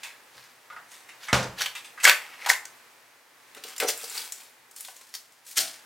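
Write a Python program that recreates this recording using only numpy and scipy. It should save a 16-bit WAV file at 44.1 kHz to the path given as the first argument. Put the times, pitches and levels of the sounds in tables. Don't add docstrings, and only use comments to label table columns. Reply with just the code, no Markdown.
import sys
import numpy as np
from scipy import signal
from scipy.fft import rfft, irfft
from scipy.io import wavfile
from scipy.ndimage import uniform_filter1d, minimum_filter1d

SR = 44100
rng = np.random.default_rng(int(sys.argv[2]) if len(sys.argv) > 2 else 0)


def inscribe(sig):
    pcm = np.round(np.clip(np.atleast_2d(sig).T, -1, 1) * 32767)
    wavfile.write(sys.argv[1], SR, pcm.astype(np.int16))


N = 257984
SECOND = np.arange(SR) / SR


def packs():
    # start_s, level_db, resonance_hz, ring_t60_s
    slap_rows = [(1.618, -22, 4680, .017), (1.659, -24, 3030, 0.038), (2.0518, 0.5, 1940, 0.011),
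                 (2.068, -17, 1480, 0.084), (2.096, -7, 3160, 0.0063), (2.114, -18, 1880, 0.019),
                 (2.461, -24, 1080, 0.076), (2.487, -26, 960, 0.043), (2.5002, -9.5, 1750, 0.012),
                 (2.512, -24.5, 890, 0.04), (2.533, -28.5, 3000, 0.022), (2.6535, -34.5, 6260, 0.012)]
    # loudest_s, length_s, level_db, resonance_hz
    slide_rows = [(.065, 0.19, -46, 2400), (.40, 0.3, -52.5, 4500), (.945, 0.21, -49, 8500),
                  (1.25, 0.15, -41, 3600), (1.615, 0.13, -27.5, 4000), (1.775, 0.064, -41, 3370),
                  (2.045, 0.043, -16.5, 7060), (2.085, .08, -14.5, 2676), (2.30, 0.67, -46, 2200),
                  (2.45, 0.19, -39, 2600), (2.50, 0.053, -19, 7000)]
    # freq_hz, relative_db
    pack_colour = [(35, -80), (60, -46.5), (268, -32), (607, -10), (698, -16), (842, -6.5), (1140, -11),
                   (1700, -5.5), (1860, -6.5), (3940, -11.5), (4320, -11), (14900, -21), (16000, -32)]
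    # freq_hz, relative_db, t60_s
    pile_modes = [(871, -4.5, 0.091), (1300, -13.5, 0.37), (1526, 6.5, 0.11), (1775, -3.5, 0.073),
                  (1705, -3.5, 0.086), (1954, -4, 0.092), (2116, -9, 0.2), (3330, -2.5, .13),
                  (3170, -5, 0.11)]
    pile_re_slap_db = -18.5

    hits = [(s, db, hz, tilt(hz, tilt_db=1.06, bright_db=1.2), t60) for s, db, hz, t60 in slap_rows]
    out = blows(hits, pack_colour, peak_db=11.5, attack_s=0.0013, crack=0.75, ripple_db=-1.5)
    for start_s, db, _, _ in slap_rows:
        add(out, start_s, level(ring(pile_modes), db + pile_re_slap_db))
    slides = strokes(slide_rows, rise_share=0.33, grains_per_s=3800, tilt_db=-0.33, bright_db=1.6)
    out += crinkle(slides, pack_colour, peak_db=5, hiss=.3, buckling=.45, jerk_db=3.5, ripple_db=3.5)
    return room(out, wet_db=-6.5, side_db=-7.0, pan_db=0.4)


def fridge():
    # start_s, level_db, resonance_hz, tilt_db_per_octave, ring_t60_s
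    door_rows = [(1.3292, -13, 1800, -1, 0.052), (1.341, -17.5, 1315, 0, 0.21), (1.376, -27, 483, -2, 0.43),
                 (1.428, -32, 6250, 0.5, .09), (1.442, -37, 543, -2, 0.11)]
    # freq_hz, relative_db
    door_colour = [(30, -44.5), (65, -1.5), (100, -12.5), (180, 1), (240, -7), (400, -9), (570, -2),
                   (1100, -4.5), (2000, -6.5), (3500, -10), (6300, -12.5), (16000, -34)]
    # freq_hz, relative_db, t60_s
    cabinet_modes = [(67, -9.5, 0.3), (125.5, -3.5, 0.33), (183, -12, 0.071), (196.4, -7.5, 0.25),
                     (295, -3.5, 0.13), (424, -9, 0.27), (509, -5, 0.19), (577, 1.5, 0.24)]
    # start_s, level_db, resonance_hz
    knock_rows = [(.032, -34.5, 2900), (.701, -40.5, 1360), (.724, -44, 1280), (.762, -38.5, 1380),
                  (1.088, -43, 2380), (1.283, -30.5, 1740), (1.751, -35, 3070), (1.845, -42, 3150),
                  (1.976, -39.5, 1700), (2.000, -36, 2920)]
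    # freq_hz, relative_db
    knock_colour = [(30, -43), (100, -26), (400, -26), (900, -3), (1900, 0), (4000, -10), (8000, -12.5),
                    (16000, -30.5)]
    open_s, open_db, shut_boom_db = .35, -58.5, -23.0

    door = blows(door_rows, door_colour, peak_db=4.0, attack_s=0.00039, crack=3, ripple_db=1.0)
    add(door, door_rows[0][0], level(ring(cabinet_modes), shut_boom_db))
    add(door, open_s, level(ring(cabinet_modes), open_db))
    hits = contacts(knock_rows, ring_s=.09, tilt_db=3.5, bright_db=7)
    knocks = blows(hits, knock_colour, peak_db=8, attack_s=.0007, crack=1.5, ripple_db=4.5)
    near = room(door, wet_db=-5.0, side_db=-6, pan_db=-0.4)
    return near + room(knocks, wet_db=1.5, side_db=-8, pan_db=-.5)


def tub():
    # start_s, level_db, resonance_hz
    tap_rows = [(3.548, -42, 2530), (3.638, -33.5, 3820), (3.764, -37, 3470), (3.781, -31, 7300),
                (3.801, -20.5, 2800), (3.807, -25.5, 1680), (3.884, -24, 5500), (3.976, -35, 9400),
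                (4.042, -33.5, 5450), (4.098, -34, 8000), (4.178, -32.5, 4860), (4.249, -39, 8500),
                (4.322, -29, 6700), (4.712, -48, 7700), (4.763, -38, 7900), (4.807, -33.5, 9900),
                (4.849, -37.5, 3420), (4.884, -40, 970), (4.965, -44.5, 6740), (5.012, -46, 1020),
                (5.14, -32.5, 5030), (5.151, -31.5, 4970), (5.321, -54.5, 6550), (5.466, -43.5, 6500)]
    # loudest_s, length_s, level_db, resonance_hz
    rub_rows = [(3.58, 0.064, -46.5, 1210), (3.70, 0.21, -44.5, 3200), (3.826, 0.044, -30, 1250),
                (3.893, 0.049, -25.5, 4800), (4.04, 0.29, -40.5, 5900), (4.18, 0.3, -36, 4600),
                (4.41, 0.26, -50, 5500)]
    # freq_hz, relative_db
    tub_colour = [(30, -46), (100, -41), (250, -12.5), (450, -6.5), (1000, -2), (2100, 3), (2800, 2),
                  (3500, 2), (4300, 3), (5900, 2), (9000, 2.5), (16000, -4)]
    # start_s, level_db
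    drum_rows = [(3.568, -54), (3.647, -45.5), (3.805, -35.5), (3.826, -23.5), (3.846, -27), (3.885, -32),
                 (4.033, -41.5), (4.884, -59)]
    # freq_hz, relative_db, t60_s
    tub_modes = [(102, -24, .15), (302, -10, 0.081), (442, 6, 0.059), (472, 5, 0.059), (593, 3.5, 0.061),
                 (738, 5, 0.048), (1090, -15, 0.038), (1306, -6, 0.048), (1600, -12, 0.029),
                 (2060, -18, 0.073)]
    # start_s, level_db, pitch_hz, length_s
    squeak_rows = [(3.858, -30, 5980, 0.046), (3.872, -36, 5870, 0.035), (4.176, -31, 4730, 0.0098)]

    taps = tap_rows + strays(rub_rows, under_db=-3, spread_db=4, count=2)
    hits = contacts(taps, ring_s=.034, tilt_db=0, bright_db=1.5)
    out = blows(hits, tub_colour, peak_db=8, attack_s=.0004, crack=4.5, ripple_db=5.5)
    rubs = strokes(rub_rows, rise_share=0.42, grains_per_s=2400, tilt_db=-2, bright_db=3.0)
    out += crinkle(rubs, tub_colour, peak_db=0, hiss=.35, buckling=.45, jerk_db=2.5, ripple_db=3)
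    for start_s, db in drum_rows:
        add(out, start_s, level(ring(tub_modes), db))
    for start_s, db, hz, length_s in squeak_rows:
        add(out, start_s, level(squeak(hz, length_s), db))
    return room(out, wet_db=-4.0, side_db=-6.5, pan_db=1)


def salad(clumps=4):
    # loudest_s, length_s, level_db, resonance_hz
    leaf_rows = [(4.79, 0.16, -43, 8500), (4.88, 0.27, -49, 6900), (5.03, 1, -56.5, 5430),
                 (5.15, .1, -48, 4400), (5.495, 0.15, -41, 7550), (5.585, 0.082, -20.5, 5200),
                 (5.655, 0.23, -39.5, 3500)]
    # freq_hz, relative_db
    leaf_colour = [(30, -52), (100, -33), (300, -6.5), (900, -12.5), (1400, -1), (4500, 3), (8500, 0),
                   (16000, -10)]
    # start_s, level_db, resonance_hz
    stalk_rows = [(5.582, -22.5, 7300), (5.590, -19, 4500), (5.655, -41, 6000), (5.7405, -45, 5900)]
    # freq_hz, relative_db, t60_s
    colander_modes = [(142, -11, 0.26), (252, -8, 0.062), (393, -9, 0.063), (632, -1.5, 0.19),
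                      (688, -2, 0.25), (772, -0.5, 0.17), (1470, -3, 0.072), (1510, 12.5, 0.024)]
    land_s, land_db, clump_gap_s, clump_drop_db = 5.578, -39.5, 0.017, 0.5

    rustles = strokes(leaf_rows, rise_share=0.31, grains_per_s=4700, tilt_db=-1.7, bright_db=4.5)
    out = crinkle(rustles, leaf_colour, peak_db=0.5, hiss=0.47, buckling=0.27, jerk_db=6, ripple_db=0.5)
    hits = contacts(stalk_rows, ring_s=.006, tilt_db=-1.5, bright_db=0)
    out += blows(hits, leaf_colour, peak_db=13, attack_s=.0004, crack=1.5, ripple_db=2)
    for k in range(clumps):
        add(out, land_s + k * clump_gap_s, level(ring(colander_modes), land_db - k * clump_drop_db))
    return room(out, wet_db=-5, side_db=-9.0, pan_db=1.5)


def blows(rows, colour, peak_db, attack_s, crack, ripple_db):
    out, t = np.zeros(N), SECOND[:SR // 4]
    for start_s, db, hz, tilt_db, t60 in rows:
        decay = undb(-60 * t / max(t60, .003))
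        force = rng.standard_normal(len(t)) * decay * (1 - np.exp(-t / attack_s))
        force[0] += crack
        add(out, start_s, level(body(force, colour, hz, tilt_db, peak_db, ripple_db), db))
    return out


def crinkle(rows, colour, peak_db, hiss, buckling, jerk_db, ripple_db, jerks_per_s=130):
    out, t = np.zeros(N), SECOND[:28000] - .25
    for loudest_s, rise_s, fall_s, db, hz, tilt_db, grains_per_s in rows:
        sizes = undb(5 * np.minimum(rng.standard_exponential(len(t)), 3))
        happens = rng.random(len(t)) < grains_per_s / SR
        slips = happens * sizes * rng.choice([-1, 1], len(t))
        force = slips / slips.std() + hiss * rng.standard_normal(len(t))
        force = force + buckling * buckles(len(t), per_s=700)
        jerks = np.interp((t - t[0]) * jerks_per_s, np.arange(256), rng.uniform(-1, 1, 256))
        grains = body(force * undb(jerk_db * jerks), colour, hz, tilt_db, peak_db, ripple_db)[:len(t)]
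        stroke_db = -20 * np.where(t < 0, (t / rise_s) ** 2, t / fall_s)
        add(out, loudest_s + t[0], grains / grains.std() * undb(db + stroke_db))
    return out


def buckles(length, per_s, t60=0.0072, count=600):
    when, pitch, size = rng.random((count, 3)).T[:, :, None]
    t = SECOND[:SR // 100]
    gaps = -np.log(when)
    starts = (np.cumsum(gaps, axis=0) * SR / per_s).astype(int)
    pings = np.sin(2 * np.pi * 1200 * 10 ** pitch * t) * undb(-14 * size - 60 * t / t60)
    out = np.bincount((starts + np.arange(len(t))).ravel(), pings.ravel(), length)[:length]
    return out / out.std()


def squeak(hz, length_s, wobble=0.018):
    t = SECOND[:int(length_s * SR)]
    drift, grip = (np.interp(t, np.arange(128) / 1500, rng.standard_normal(128)) for _ in range(2))
    phase = 2 * np.pi * np.cumsum(hz * (1 + wobble * drift)) / SR
    return np.abs(grip) * np.sin(phase) * np.sin(np.pi * t / length_s)


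def ring(modes):
    swing = np.zeros(SR)
    for hz, db, t60 in modes:
        swing += rng.choice([-1, 1]) * undb(db - 60 * SECOND / t60) * np.sin(2 * np.pi * hz * SECOND)
    return swing * np.sin(np.pi / 2 * np.minimum(SECOND / 0.0035, 1)) ** 2


def body(x, colour, hz, tilt_db, peak_db, ripple_db, size=2048):
    f = np.fft.rfftfreq(size, 1 / SR)
    octaves = np.log2((f + 50) / hz)
    sheet = np.interp(np.sqrt(f), np.linspace(0, 150, 90), rng.uniform(-1, 1, 90))
    db = at_hz(colour, f) + tilt_db * np.log2(np.maximum(f, 400)) + ripple_db * sheet
    db = db + peak_db * np.exp(-(octaves / .5) ** 2)
    cepstrum = irfft(np.log(undb(db)))
    cepstrum[1:size // 2] *= 2
    cepstrum[size // 2 + 1:] = 0
    return signal.fftconvolve(x, irfft(np.exp(rfft(cepstrum))))


def tilt(hz, tilt_db, bright_db, middle_hz=3000):
    return tilt_db + bright_db * np.log2(hz / middle_hz)


def contacts(rows, ring_s, tilt_db, bright_db):
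    return [(s, db, hz, tilt(hz, tilt_db, bright_db), ring_s) for s, db, hz in rows]


def strokes(rows, rise_share, grains_per_s, tilt_db, bright_db):
    gentle_db, grain_doubling_db = -39, 16.5
    share, out = np.clip(rise_share, .1, .9), []
    for loudest_s, length_s, db, hz in rows:
        rate = grains_per_s * 2 ** ((db - gentle_db) / grain_doubling_db)
        rise_s, fall_s = share * length_s, (1 - share) * length_s
        out.append((loudest_s, rise_s, fall_s, db, hz, tilt(hz, tilt_db, bright_db), rate))
    return out


def strays(movements, under_db, spread_db, count):
    return [(s + .5 * length_s * (when - .5), db + under_db + spread_db * size, hz * 2 ** (pitch - .5))
            for s, length_s, db, hz in movements for when, size, pitch in rng.random((count, 3))]


def room(x, wet_db, side_db, pan_db):
    # freq_hz, t60_s
    decay_points = [(80, 0.49), (260, 0.32), (700, 0.35), (1800, 0.29), (5000, 0.26), (13000, 0.3)]
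    width_points = [(100, .1), (400, .5), (2000, 0.79), (12000, 1.08)]  # freq_hz, side_gain
    f, edges_hz = np.fft.rfftfreq(SR, 1 / SR), [0, 180, 450, 1100, 2800, 7000, SR]
    noise, tail = rfft(rng.standard_normal((2, SR))), 0
    for lo, hi in zip(edges_hz, edges_hz[1:]):
        centre_hz = np.sqrt(max(lo, hi / 4) * hi)
        band = irfft(noise * ((f >= lo) & (f < hi)), SR)
        mid, side = band * undb(-60 * SECOND / at_hz(decay_points, centre_hz))
        width = undb(side_db) * at_hz(width_points, centre_hz)
        tail = tail + mid + np.outer([1, -1], side) * width
    tail = tail * np.clip((SECOND - .002) / 0.001, 0, 1)
    tail *= undb(wet_db) / np.sqrt(np.sum(tail ** 2) / 2)
    wet = signal.fftconvolve(x[None], tail, axes=1)[:, :N]
    return (x + wet) * undb(np.array([[pan_db], [-pan_db]]) / 2)


def undb(db):
    return 10 ** (np.asarray(db) / 20)


def at_hz(points, hz):
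    f, value = np.transpose(points)
    return np.interp(np.log(hz + 1), np.log(f), value)


def add(track, s, sound):
    i = int(s * SR)
    sound, i = sound[max(-i, 0):], max(i, 0)
    track[i:i + len(sound)] += sound[:N - i]


def level(x, db, size=128):
    return x * undb(db) / np.sqrt(uniform_filter1d(x * x, size, mode="constant").max())


def air():
    # freq_hz, relative_db
    hiss_colour = [(18, -49), (30, -23), (81, -23.5), (118, -14), (210, -17.5), (239, -10.5), (319, -11),
                   (512, -7), (666, -8), (844, -4.5), (1390, -6), (1860, -4.5), (3060, -11.5), (13700, -19),
                   (16000, -22)]
    # time_s, offset_db
    drift_points = [(0, 6.5), (.6, 4), (1.2, 7), (2.7, 7.5), (3.25, 2), (3.55, 6.5), (5.4, 0.5),
                    (5.85, 6.5)]
    side_points = [(100, -9.5), (1000, -7), (4000, -5.5), (12000, -9.5)]  # freq_hz, side_re_mid_db
    hiss_db, hum_db, hum_hz = -60.5, -86.5, 120

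    f, t = np.fft.rfftfreq(N, 1 / SR), np.arange(N) / SR
    mid, side = rfft(rng.standard_normal((2, N))) * undb(at_hz(hiss_colour, f))
    mid, side = irfft(mid, N), irfft(side * undb(at_hz(side_points, f)), N)
    gain = undb(hiss_db + np.interp(t, *np.transpose(drift_points)))
    hiss = (mid + np.outer([1, -1], side)) / mid.std() * gain
    return hiss + undb(hum_db) * np.sin(2 * np.pi * hum_hz * t)


def scene():
    return packs() + fridge() + tub() + salad() + air()


def record(dry):
    thin = signal.sosfilt(signal.butter(3, 52, "high", fs=SR, output="sos"), dry)
    gain = .98 / np.maximum(np.abs(thin), .98)
    gain = uniform_filter1d(minimum_filter1d(gain, size=25), size=25)
    return signal.sosfilt(signal.ellip(10, .2, 70, 16000, fs=SR, output="sos"), thin * gain)


dry = scene()
out = record(dry)
inscribe(out)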